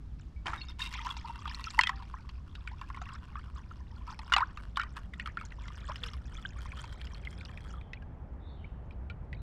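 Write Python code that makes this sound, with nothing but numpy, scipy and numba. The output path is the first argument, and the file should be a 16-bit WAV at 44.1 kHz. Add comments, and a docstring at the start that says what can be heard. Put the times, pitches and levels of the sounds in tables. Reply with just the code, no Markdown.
"""Low wind rumble and one faint drip, then an iced drink pours into a metal mug in a quiet wood.
Stream: clumped drops make noise ticks and bending bubble tones, coloured by the filling mug's resonances.
Gushes, slaps and drips are shaped noise, rings and bubbles; ice knocks and hollow plops are decaying modes
and noise cracks, with bubbles in their wake; single bubbles give low plops and short high blips.
Wind is coloured noise; a far bird, trilled sine whistles, calls in the last seconds."""
import sys
import numpy as np
from scipy import signal
from scipy.fft import rfft, irfft, next_fast_len
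from scipy.io import wavfile
from scipy.ndimage import uniform_filter1d
from numba import njit

SR = 44100
rng = np.random.default_rng(int(sys.argv[2]) if len(sys.argv) > 2 else 0)


def persist_wave(psi):
    """Save psi, clipped to +-1, as 16-bit WAV."""
    counts = np.round(np.clip(psi, -1, 1) * 32767).astype(np.int16)
    wavfile.write(sys.argv[1], SR, np.atleast_2d(counts).T)


N = 415409
TIME_S = np.arange(N) / SR

# ice knocks in the mug, and some hollow plops with hardly any crack;
# levels before mode and layer gains: start_s, pitch_hz, hollow_db, crack_db
KNOCKS_AND_PLOPS = [(0.468, 860, -35, -26.5), (0.5322, 1340, -26.5, -50), (1.0665, 1050, -25, -37),
                    (1.455, 1205, -28, -40), (1.79, 1306, -23, -17.5), (1.8106, 1420, -27, -16),
                    (1.835, 984, -30.5, -17.5), (1.8715, 1310, -31, -24), (1.893, 1054, -21, -24.5),
                    (2.139, 1047, -30, -69), (2.674, 1475, -35.5, -35.5), (2.8132, 1060, -31, -39.5),
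                    (2.9002, 1072, -32, -57), (2.971, 1054, -33, -57), (3.3545, 1166, -29.5, -63),
                    (4.1911, 891, -35.5, -34), (4.3216, 1396, -22.5, -25), (4.3261, 1065, -21, -23.5),
                    (4.3369, 1148, -17, -13), (4.364, 1202, -14.5, -17), (4.3815, 970, -17.5, -24),
                    (4.405, 983, -19, -35.5), (4.5725, 1205, -34, -38), (4.7707, 1095, -19, -24.5),
                    (4.796, 1400, -19.5, -32), (4.8147, 1406, -31, -34), (4.8337, 1195, -31, -37),
                    (4.9674, 1147, -36.5, -34.5), (5.197, 1891, -29, -35), (5.2586, 1307, -32, -49),
                    (5.273, 1226, -30.5, -39), (5.371, 1397, -25, -42), (5.411, 1276, -34, -42),
                    (5.8958, 1028, -28.5, -52), (6.0379, 1275, -43, -31), (6.84, 943, -35.5, -36),
                    (7.9328, 1980, -35, -39.5), (8.908, 2410, -47.5, -53.5), (9.0989, 2347, -38.5, -47.5),
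                    (9.3288, 1975, -37, -44)]
# colour of the crack of ice: freq_hz, relative_db
CRACK_COLOUR = [(400, -22.5), (900, 5), (2000, 12.5), (3300, 8), (5200, 4), (6800, -3.5), (8500, -11.5),
                (11000, -23.5), (15000, -39.5)]
SMALL_CYCLES, SMALL_RISE = 11, .08  # small bubbles: life in cycles, rise as a share of pitch


def undb(db):
    """Decibels to amplitude gain."""
    return 10 ** (np.asarray(db) / 20)


def curves(table):
    """Interpolate each column of a timed table, sample by sample."""
    start_s, *columns = np.transpose(table)
    return [np.interp(TIME_S, start_s, column) for column in columns]


def add(track, start_s, sound):
    """Mix a sound into a track at a time."""
    start = max(int(start_s * SR), 0)
    part = track[start:start + len(sound)]
    part += sound[:len(part)]


def unit(x):
    """Scale to rms 1."""
    return x / np.sqrt(np.mean(x ** 2))


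def even(x, span_s):
    """Hold the running rms near 1, keeping the quick grain."""
    size = int(span_s * SR)
    power = uniform_filter1d(uniform_filter1d(x ** 2, size), size)
    floor = np.mean(x ** 2) / 1000
    return x / np.sqrt(np.abs(power) + floor)


def colour(x, points):
    """Filter by an outline of (freq_hz, gain_db), straight over log frequency."""
    freq_hz, gain_db = np.transpose(points)
    size = next_fast_len(N + 4096)
    bins_hz = np.maximum(np.arange(size // 2 + 1) * SR / size, 1)
    gain = undb(np.interp(np.log(bins_hz), np.log(freq_hz), gain_db))
    return irfft(rfft(x, size) * gain, size)[:N]


@njit
def resonate(x, centre_hz, width_hz):
    """State-variable band-pass with a moving centre, gain 1 there."""
    y, band, low = np.empty(len(x)), 0., 0.
    for i in range(len(x)):
        g, damping = np.tan(np.pi * centre_hz[i] / SR), width_hz / centre_hz[i]
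        v = (band + g * (x[i] + 1e-18 - low)) / (1 + g * (g + damping))
        band, low, y[i] = 2 * v - band, low + 2 * g * v, damping * v
    return y


def fade(t60_s):
    """Exponential decay down to -60 dB."""
    return np.exp(-np.log(1000) * np.arange(int(t60_s * SR) + 2) / (t60_s * SR))


def burst(attack_s, hold_s, t60_s):
    """Hold then exponential decay, under a linear attack from the start."""
    shape = np.concatenate([np.ones(int(hold_s * SR)), fade(t60_s)])
    return shape * np.minimum(np.arange(len(shape)) / (attack_s * SR), 1)


def ring(pitch_hz, t60_s):
    """One struck mode: a decaying sine that takes a cycle or two to build."""
    decay = fade(t60_s)
    cycles = pitch_hz * np.arange(len(decay)) / SR
    build = 1 - np.exp(-(cycles / 1.65) ** 2)
    return decay * build * np.sin(2 * np.pi * cycles)


def bubble(first_hz, last_hz, length_s, swell):
    """A bubble swells, then dies away, its pitch bending ever faster as it nears the surface."""
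    u = np.linspace(0, 1, max(int(length_s * SR), 8))
    shape = (1 - np.exp(-(u / swell) ** 2)) * (1 - u) ** 0.92
    pitch_hz = first_hz + (last_hz - first_hz) * u ** 2
    return shape / shape.max() * np.sin(2 * np.pi * np.cumsum(pitch_hz) / SR)


def in_mug(x, t60_s=0.021, wet_db=-7):
    """Add bounces between the steel walls: convolution with decaying noise."""
    decay = fade(t60_s)
    echo = decay * rng.standard_normal(len(decay))
    return x + undb(wet_db) * signal.fftconvolve(x, echo / np.linalg.norm(echo))[:N]


def pour():
    """Gains of gurgle, splash and spray: choked flow plus spurts, summed in power."""
    # stream strength: strong at first, then swelling and thinning by turns until it stops:
    # time_s, strength_db
    flow_table = [(.44, -84), (.48, -59), (.7, -60), (.765, -68), (.83, -53.5), (1.2, -50), (1.45, -55),
                  (1.7, -54.5), (1.95, -57.5), (2.3, -66), (3.0, -59), (3.85, -66), (4.3, -56), (4.7, -65),
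                  (5.35, -65), (5.9, -54), (6.22, -64), (6.7, -59), (7.1, -64), (7.74, -62.5),
                  (7.95, -81.5)]
    # treble lift, higher where the stream lands on ice than in the drink: time_s, brightness_db
    bright_table = [(.95, 7), (1.15, -0.5), (1.4, 1), (1.68, 8.5), (2.05, 0.5), (5.6, 1.5), (7.35, 8),
                    (8.0, -4)]
    # ice chokes the spout for a moment: start_s, length_s
    choke_table = [(0.723, 0.056), (2.403, 0.071), (5.07, 0.0544), (7.826, 0.08)]
    # a faint drip, then spurts that slip past the ice: start_s, hold_s, strength_db, brightness_db
    spurt_table = [(0.182, 0.04, -81, 19.5), (.68, 0.022, -56, 4), (0.791, 0.086, -53.5, 14.5),
                   (0.937, 0.048, -55, 14), (1.043, 0.059, -45, -0.5), (1.468, 0.06, -46, 1.5),
                   (3.005, .16, -53, -1.5), (3.549, 0.046, -54.5, -4.5), (4.063, 0.062, -49, -2),
                   (4.956, 0.021, -51.5, -2), (5.61, 0.041, -56, 2.5), (6.028, 0.055, -56, 10),
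                   (6.317, 0.089, -63.5, 11), (6.762, 0.039, -51, 3.5), (7.651, 0.1, -57, -1.5)]
    choke_db, choke_ramp_s = -12, .02
    spurt_attack_s, spurt_t60_s = .005, .14

    (flow_db,), (bright_db,) = curves(flow_table), curves(bright_table)
    for start_s, length_s in choke_table:
        inside_s = np.minimum(TIME_S - start_s, start_s + length_s - TIME_S)
        flow_db = flow_db + choke_db * np.clip(inside_s / choke_ramp_s + .5, 0, 1)
    gains = []
    # layer level against the gurgle; dB of layer per dB of brightness
    for layer_db, tilt in [(0, 0), (-6, 1), (-13.5, 1.0)]:
        power = undb(flow_db + tilt * bright_db) ** 2
        for start_s, hold_s, spurt_db, spurt_bright_db in spurt_table:
            envelope = burst(spurt_attack_s, hold_s, spurt_t60_s)
            add(power, start_s, (undb(spurt_db + tilt * spurt_bright_db) * envelope) ** 2)
        gains.append(undb(layer_db) * np.sqrt(power))
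    return gains


def landings(flow, spread_db, lumpy_db=7.0, lumps_per_s=28):
    """Drop times and sizes: many small, few large, in clumps of size as the stream necks and breaks."""
    trickle_drops_per_s, extra_drops_per_s, full_flow_db = 350, 1200, -50
    rate_per_s = trickle_drops_per_s + extra_drops_per_s * np.minimum(flow / undb(full_flow_db), 1)
    times_s = np.flatnonzero(rng.random(N) < rate_per_s / SR) / SR
    lumps = np.clip(rng.standard_normal(1024), -2, 2)
    lump_db = lumpy_db * np.interp(times_s * lumps_per_s, np.arange(len(lumps)), lumps)
    drop_db = spread_db * np.minimum(rng.exponential(size=len(times_s)), 3.0)
    return times_s, undb(lump_db + drop_db)


def froth(flow, centre_hz, octaves, cycles, rise, share, spread_db):
    """A share of drops trap a bubble, pitched around a moving centre; most bend up, some down."""
    out = np.zeros(N)
    times_s, sizes = landings(flow, spread_db)
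    centres_hz = np.interp(times_s, TIME_S, centre_hz * np.ones(N))
    chances = rng.standard_normal((len(times_s), 3))
    lucks = rng.random(len(times_s))
    for start_s, size, middle_hz, chance, luck in zip(times_s, sizes, centres_hz, chances, lucks):
        if luck < share:
            pitch, life, bend = chance
            first_hz = middle_hz * 2 ** (octaves * np.clip(pitch, -2, 2))
            last_hz = first_hz * (1 + rise * (1 + 2 * np.tanh(bend)))
            length_s = cycles * np.exp(0.35 * life) / first_hz
            add(out, start_s, size * bubble(first_hz, last_hz, length_s, 0.19))
    return unit(out)


def slosh(points_per_s=14):
    """Random sway of the drink, linear between normal draws."""
    points = rng.standard_normal(512)
    return np.interp(TIME_S * points_per_s, np.arange(len(points)), points)


def stream():
    """Drops tick and trap bubbles; the mug's air and wall resonances colour them."""
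    # the mug as it fills: time_s, air_hz, cross_hz, wall_hz
    fill_table = [(.5, 1082, 2730, 2160), (1.25, 980, 2760, 2056), (2.2, 1171, 2750, 1773),
                  (4.2, 1127, 2840, 1520), (5.6, 1382, 2800, 1363), (6.6, 1445, 3132, 1280),
                  (7.8, 1660, 3270, 1150)]
    # spray bubbles get finer as the mug fills: time_s, pitch_hz
    spray_table = [(4.5, 5100), (6, 6500)]
    wall_waver = .008  # share by which the sloshing drink bends the wall's pitches

    flow, splash_gain, spray_gain = pour()
    air_hz, cross_hz, wall_hz = curves(fill_table)
    spray_hz, = curves(spray_table)

    times_s, sizes = landings(flow, spread_db=9.0)
    impacts = np.zeros(N)
    impacts[(times_s * SR).astype(int)] = sizes
    ticks = unit(signal.fftconvolve(impacts, fade(0.0035))[:N] * rng.standard_normal(N))
    large = froth(flow, air_hz, octaves=.28, cycles=13, rise=0.04, share=0.39, spread_db=9.0)
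    small = froth(flow, 2600, octaves=.52, cycles=SMALL_CYCLES, rise=SMALL_RISE, share=.8, spread_db=7.5)
    fine = froth(flow, spray_hz, octaves=.33, cycles=12, rise=.1, share=0.8, spread_db=12.0)

    hollow = unit(resonate(ticks, air_hz, 200.)) + undb(4.5) * unit(resonate(ticks, air_hz * 1.27, 300.))
    gurgle = colour(hollow + undb(7.5) * large, [
        (300, -42.0), (680, -18.0), (950, 11.0), (1700, -0.5), (3000, -19.5), (8000, -34.0)])

    splash = colour(ticks, [
        (600, -19.0), (1500, 11.5), (2200, 10.5), (4300, 2.5), (6000, -30.5), (12000, -41.0)])
    cross = unit(resonate(ticks, cross_hz, 150.0))
    splash = unit(splash) + undb(11) * small + undb(3.5) * cross

    spray = colour(ticks, [
        (2000, -33.5), (4000, -0.5), (5200, -2.0), (6800, -9.0),
        (8700, -3.0), (10500, -15.5), (13000, -16.5), (15500, -30.5)])
    spray = unit(spray) + undb(6.0) * colour(fine, [(9000, 1.0), (12000, -11)])

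    splash, spray = (unit(in_mug(layer, t60_s=.026, wet_db=-8)) for layer in (splash, spray))
    # the wall sings only while the stream still hits bare ice and metal
    sway = 1 + wall_waver * slosh()
    wall_modes = [(wall_hz, -11), (2725, -13), (3720, -22)]
    wall = sum(undb(db) * unit(resonate(ticks, hz * sway, 24.)) for hz, db in wall_modes)
    splash = splash + wall * np.interp(TIME_S, [1.75, 2.1], [1, 0])
    return flow * even(gurgle, 0.19) + splash_gain * even(splash, 0.055) + spray_gain * even(spray, 0.15)


def gush(drops_per_s=1500):
    """A dense spatter of heavy drops on the ice and almost empty bottom: coloured random impulses."""
    # start_s, level_db
    gush_table = [(0.455, -32.5), (0.524, -45.5)]
    weight = np.zeros(N)
    for start_s, level_db in gush_table:
        add(weight, start_s, undb(level_db) * burst(attack_s=0.013, hold_s=0.0091, t60_s=0.23))
    drops = (rng.random(N) < drops_per_s / SR) * rng.standard_normal(N)
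    drum = colour(drops, [
        (200, -43), (320, 8.0), (500, -7.5), (900, 11.0),
        (1900, 5.0), (3000, -7.5), (9000, -24), (15000, -51)])
    return weight * even(drum, 0.019)


def slaps(count=6, lag_s=.005, fizz_hz=3100, octaves=.5):
    """Each fat drop ticks, sounds a short hollow note and scatters a cluster of small bubbles."""
    # levels before the offsets below: start_s, hollow_db, pitch_hz, splash_db
    slap_table = [(0.938, -40, 1470, -41), (1.013, -39, 1070, -42.5), (1.048, -30, 1035, -43),
                  (1.167, -33, 939, -42.5), (1.276, -36, 996, -49), (1.476, -32, 940, -41.5),
                  (2.023, -36, 950, -51), (2.291, -38.5, 1100, -46.5), (2.552, -41.5, 1480, -44.5),
                  (2.715, -38, 877, -58), (3.016, -30, 1340, -49), (3.089, -36, 1322, -50),
                  (3.154, -35, 1369, -61), (4.102, -30, 1040, -54), (5.681, -36, 1160, -47),
                  (6.134, -37, 1188, -47.5), (6.656, -32, 1070, -53)]
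    t60_s, hollow_offset_db, tick_offset_db, fizz_offset_db = 0.031, -2, -4, -0.5
    out, taps = np.zeros(N), np.zeros(N)
    chances = rng.standard_normal((len(slap_table), count, 2))
    for (start_s, hollow_db, pitch_hz, splash_db), chance in zip(slap_table, chances):
        note_db = hollow_db + hollow_offset_db
        add(out, start_s, undb(note_db) * ring(pitch_hz, t60_s))
        add(out, start_s, undb(note_db - 7) * ring(pitch_hz * 1.1, t60_s))
        add(taps, start_s, undb(splash_db + tick_offset_db) * fade(0.026))
        for lag, pitch in chance:
            first_hz = fizz_hz * 2 ** (octaves * np.clip(pitch, -2, 2))
            fizz = bubble(first_hz, first_hz * (1 + SMALL_RISE), SMALL_CYCLES / first_hz, 0.1)
            fizz_db = splash_db + fizz_offset_db - 3 * abs(lag)
            add(out, start_s + lag_s * abs(lag), undb(fizz_db) * fizz)
    tick = unit(colour(rng.standard_normal(N), CRACK_COLOUR))
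    return in_mug(out + taps * tick, t60_s=.05, wet_db=-9.5)


def drips(count=3, lag_s=0.0042, below_db=-9):
    """Each drip ticks on the surface, traps one short rising bubble and throws off a few weaker ones."""
    # heavy drips that break from the stream: start_s, bubble_db, pitch_hz
    drip_table = [(1.546, -33, 4110), (1.641, -31.5, 4370), (1.704, -34.5, 4643), (2.945, -41.5, 2038),
                  (3.056, -45.5, 2600), (4.759, -38.5, 3366), (5.136, -38, 1942), (5.198, -37.5, 2680),
                  (5.259, -35, 3130), (5.452, -41.5, 6410), (5.52, -42, 1900), (5.918, -41, 2983),
                  (5.958, -35.5, 2900), (6.084, -38, 3002), (6.719, -39.5, 2280), (7.014, -38, 3020),
                  (7.052, -45, 4850), (7.07, -41, 2870), (7.146, -43, 4200), (7.41, -41.5, 2250),
                  (7.451, -38, 4600), (7.492, -44.5, 1699), (7.574, -40.5, 2370), (7.251, -42, 3100),
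                  (7.812, -49, 2290), (8.022, -55.5, 2810),]
    tick_db, life_cycles, rise = -13, 11, .14  # tick against its bubble; rise as a share of pitch
    out, taps = np.zeros(N), np.zeros(N)
    chances = rng.standard_normal((len(drip_table), count, 2))
    for (start_s, level_db, pitch_hz), chance in zip(drip_table, chances):
        add(taps, start_s, undb(level_db + tick_db) * fade(0.046))
        trapped = [(start_s, level_db, pitch_hz)]
        for lag, pitch in chance:
            extra_hz = pitch_hz * 2 ** (0.89 * np.tanh(pitch))
            trapped.append((start_s + lag_s * abs(lag), level_db + below_db, extra_hz))
        for at_s, bubble_db, first_hz in trapped:
            sound = bubble(first_hz, first_hz * (1 + rise), life_cycles / first_hz, 0.12)
            add(out, at_s, undb(bubble_db) * sound)
    tick = unit(colour(rng.standard_normal(N), [
        (700, -30.5), (1300, 4), (3500, -10), (8500, -21.5), (14000, -36.5)]))
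    return in_mug(out) + taps * tick


def ice():
    """Knocks and plops: a hollow note damped by the drink, with cube ring and noise crack; clinks besides."""
    # hollow note: pitch_multiple, level_db against hollow_db, t60_s
    hollow_modes = [(1, 4, 0.027), (.78, -17, 0.056), (1.3, -10, 0.038), (1.75, -11, 0.011),
                    (1.08, -18.5, 0.058)]
    # the ice's own ring, varied at each blow: pitch_hz, level_db against the crack, t60_s
    cube_modes = [(2087, -9.5, 0.021), (2965, -4.5, 0.026), (4062, -8.5, 0.018), (4810, -11.5, 0.015),
                  (8040, -21.5, 0.016)]
    # ringing clinks of ice and metal: start_s, level_db, pitch_hz, t60_s
    clink_table = [(.362, -57, 2266, .18), (.55, -56, 2250, .6), (.577, -47, 3750, .2),
                   (.613, -36, 2745, .041), (.616, -36, 4330, .057), (.685, -43, 3660, .11),
                   (.795, -41, 3680, .12), (.817, -32, 2724, .061), (.818, -25.5, 3720, .056),
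                   (.86, -38, 3730, .09), (1.812, -26, 3210, .049), (1.835, -29.5, 3200, .079),
                   (1.861, -31, 2000, .057), (1.87, -22.5, 3410, .025), (1.871, -19.5, 1990, .022),
                   (1.892, -18, 1920, .017), (1.893, -48, 785, .56)]
    rings, cracks = np.zeros(N), np.zeros(N)
    chances = rng.uniform(-1.2, 1, (len(KNOCKS_AND_PLOPS), 3, len(cube_modes)))
    for (start_s, pitch_hz, hollow_db, crack_db), chance in zip(KNOCKS_AND_PLOPS, chances):
        for (multiple, mode_db, t60_s), off in zip(hollow_modes, chance[0]):
            mode_hz = pitch_hz * multiple * (1 + 0.045 * off * (multiple - 1))
            add(rings, start_s, undb(hollow_db + mode_db) * ring(mode_hz, t60_s))
        for (mode_hz, mode_db, t60_s), off, strength in zip(cube_modes, chance[1], chance[2]):
            level_db = crack_db + mode_db + 3.8 * strength
            add(rings, start_s, undb(level_db) * ring(mode_hz * (1 + .13 * off), t60_s))
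        add(cracks, start_s, undb(crack_db - 11.0) * fade(0.026))
    for start_s, level_db, pitch_hz, t60_s in clink_table:
        add(rings, start_s, undb(level_db) * ring(pitch_hz, t60_s))
    crack_noise = unit(colour(rng.standard_normal(N), CRACK_COLOUR))
    blows = in_mug(rings + cracks * crack_noise, t60_s=0.0501, wet_db=-19)
    # the small mug radiates almost no bass
    return signal.sosfilt(signal.butter(4, 670, "high", fs=SR, output="sos"), blows)


def wake(count=9, lag_s=.022, below_db=-18):
    """Each knock or hollow plop stirs up a tail of small bubbles that dies away after it."""
    out = np.zeros(N)
    chances = rng.standard_normal((len(KNOCKS_AND_PLOPS), count, 2))
    for (start_s, pitch_hz, hollow_db, _), chance in zip(KNOCKS_AND_PLOPS, chances):
        for lag, pitch in chance:
            octaves = .65 * abs(pitch)
            first_hz = pitch_hz * 2 ** octaves
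            level_db = hollow_db + below_db - 3 * abs(lag) - 3 * octaves
            sound = bubble(first_hz, (1 + SMALL_RISE) * first_hz, 17 / first_hz, 0.11)
            add(out, start_s + lag_s * abs(lag), undb(level_db) * sound)
    return in_mug(out, t60_s=0.037, wet_db=-6)


def single_bubbles():
    """Single bubbles, low plops and short high blips, from ice and gulps of the stream."""
    # start_s, peak_db, pitch_hz, rise as a share of pitch, length_s
    bubble_table = [(0.986, -36.5, 1280, -0.14, 0.015), (1.105, -32, 3390, -0.035, 0.014),
                    (1.243, -37.5, 890, 0.24, 0.028), (1.295, -36.5, 910, 0.077, 0.022),
                    (1.669, -32.5, 1345, -0.082, 0.018), (1.779, -28, 908, -0.12, 0.024),
                    (1.791, -8, 1940, 0.12, 0.0056), (1.7917, -17, 972, 0.15, 0.013),
                    (2.675, -34, 2395, -0.12, 0.0072), (3.016, -41.5, 730, -0.028, 0.016),
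                    (3.365, -44, 1163, 0.39, 0.039), (3.713, -40, 1322, 0.05, 0.011),
                    (4.321, -16.5, 1406, 0.00097, 0.011), (4.336, -17.5, 2900, 0.0083, 0.017),
                    (4.363, -25, 783, 0.11, 0.016), (4.409, -22, 920, 0.87, 0.032),
                    (5.893, -39.5, 583, 0.18, 0.014), (5.904, -37, 806, 1, 0.023),
                    (6.01, -54, 495, -0.17, 0.1), (6.034, -29, 3630, -0.34, 0.0069),
                    (6.368, -43, 3300, 0.16, 0.011), (6.451, -30, 1582, -0.02, 0.011),
                    (6.455, -36, 2944, 0.39, 0.01), (7.272, -32, 2096, -0.036, 0.0091),
                    (7.971, -48.5, 2320, 0.095, 0.01), (8.022, -52, 1620, .03, .022),
                    (8.643, -45, 2220, 0.16, 0.013), (9.1, -45.5, 1400, 0.047, 0.028)]
    out = np.zeros(N)
    for start_s, peak_db, pitch_hz, rise, length_s in bubble_table:
        swell = 0.023 + 0.59 * abs(rise)  # slower swell if the pitch bends far
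        add(out, start_s, undb(peak_db) * bubble(pitch_hz, pitch_hz * (1 + rise), length_s, swell))
    return out


def trees(x, t60_s, wet_db):
    """Trunks scatter a thin, dull echo: convolution with low-passed decaying noise."""
    decay = fade(t60_s)
    dull = signal.butter(1, 3500, fs=SR, output="sos")
    echo = signal.sosfilt(dull, decay * rng.standard_normal(len(decay)))
    return undb(wet_db) * signal.fftconvolve(x, echo / np.linalg.norm(echo))[:N]


def bird(trill_hz=43, depth_hz=250):
    """Arched whistles, trilled in quick downward flicks, that linger among the trunks."""
    # buzzy phrases: start_s, length_s, first_hz, middle_hz, last_hz, level_db
    phrase_table = [(6.835, 0.16, 3870, 3900, 3786, -68), (7.719, 0.21, 3284, 3259, 3198, -71.5),
                    (8.394, 0.18, 3600, 3680, 3494, -65.5), (8.468, .08, 4150, 4250, 4160, -72.5),
                    (8.553, 0.16, 3307, 2920, 2830, -68.5), (9.346, 0.1, 3740, 3906, 3980, -70.5)]
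    out = np.zeros(N)
    for start_s, length_s, first_hz, middle_hz, last_hz, level_db in phrase_table:
        t_s = np.arange(int(length_s * SR)) / SR
        parabola = np.polyfit([0, .5, 1], [first_hz, middle_hz, last_hz], 2)
        arch_hz = np.polyval(parabola, t_s / length_s)
        pitch_hz = arch_hz + depth_hz * (1 - 2 * (trill_hz * t_s % 1))
        whistle = np.hanning(len(t_s)) ** .5 * np.sin(2 * np.pi * np.cumsum(pitch_hz) / SR)
        add(out, start_s, undb(level_db) * whistle)
    return out + trees(out, t60_s=.8, wet_db=-5)


def wind():
    """Low rumble in gusts and a soft treetop rustle that grows toward the end: two coloured noises."""
    # colour of the air in front of the mug: freq_hz, relative_db
    front_colour = [(20, -9.5), (35, -9.5), (55, 6.5), (80, -4.5), (125, -12.5), (200, -17), (300, -25.5),
                    (500, -37.5), (1200, -39), (2500, -50), (5000, -53), (10000, -67.5), (15000, -79)]
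    # colour of the air above the mug: freq_hz, relative_db
    above_colour = [(20, -14.5), (43, -2.5), (64, 1.5), (92, -7), (217, -17), (300, -25), (850, -29.5),
                    (2000, -43.5), (4000, -62), (15000, -81)]
    # gusts in the rumble: time_s, level_db
    gust_table = [(0, -43.5), (5.4, -44.5), (6.1, -41.5), (8.4, -45), (9.42, -41)]
    rumble_db, = curves(gust_table)
    above_share = np.clip(np.interp(TIME_S, [3, 6.2, 8], [0, .25, 1]), 0, 1)
    front = unit(colour(rng.standard_normal(N), front_colour))
    above = unit(colour(rng.standard_normal(N), above_colour))
    air = np.sqrt(1 - above_share) * front + np.sqrt(above_share) * above
    rumble = signal.sosfiltfilt(signal.butter(2, 140, fs=SR, output="sos"), air)
    rustle = air - rumble
    return undb(rumble_db) * even(rumble, 0.29) + undb(-43.0) * rustle


def scene():
    """The pour close by, the wood around it."""
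    drink = stream() + gush() + slaps() + drips() + ice() + wake() + single_bubbles()
    return (drink + trees(drink, t60_s=0.37, wet_db=-30.0) + bird() + wind())[None]


def record(dry):
    """Steep low-pass: the treble stops at 15.5 kHz."""
    top_hz = 15500
    return signal.sosfilt(signal.ellip(8, .2, 70, top_hz, fs=SR, output="sos"), dry)


dry = scene()
out = record(dry)
persist_wave(out)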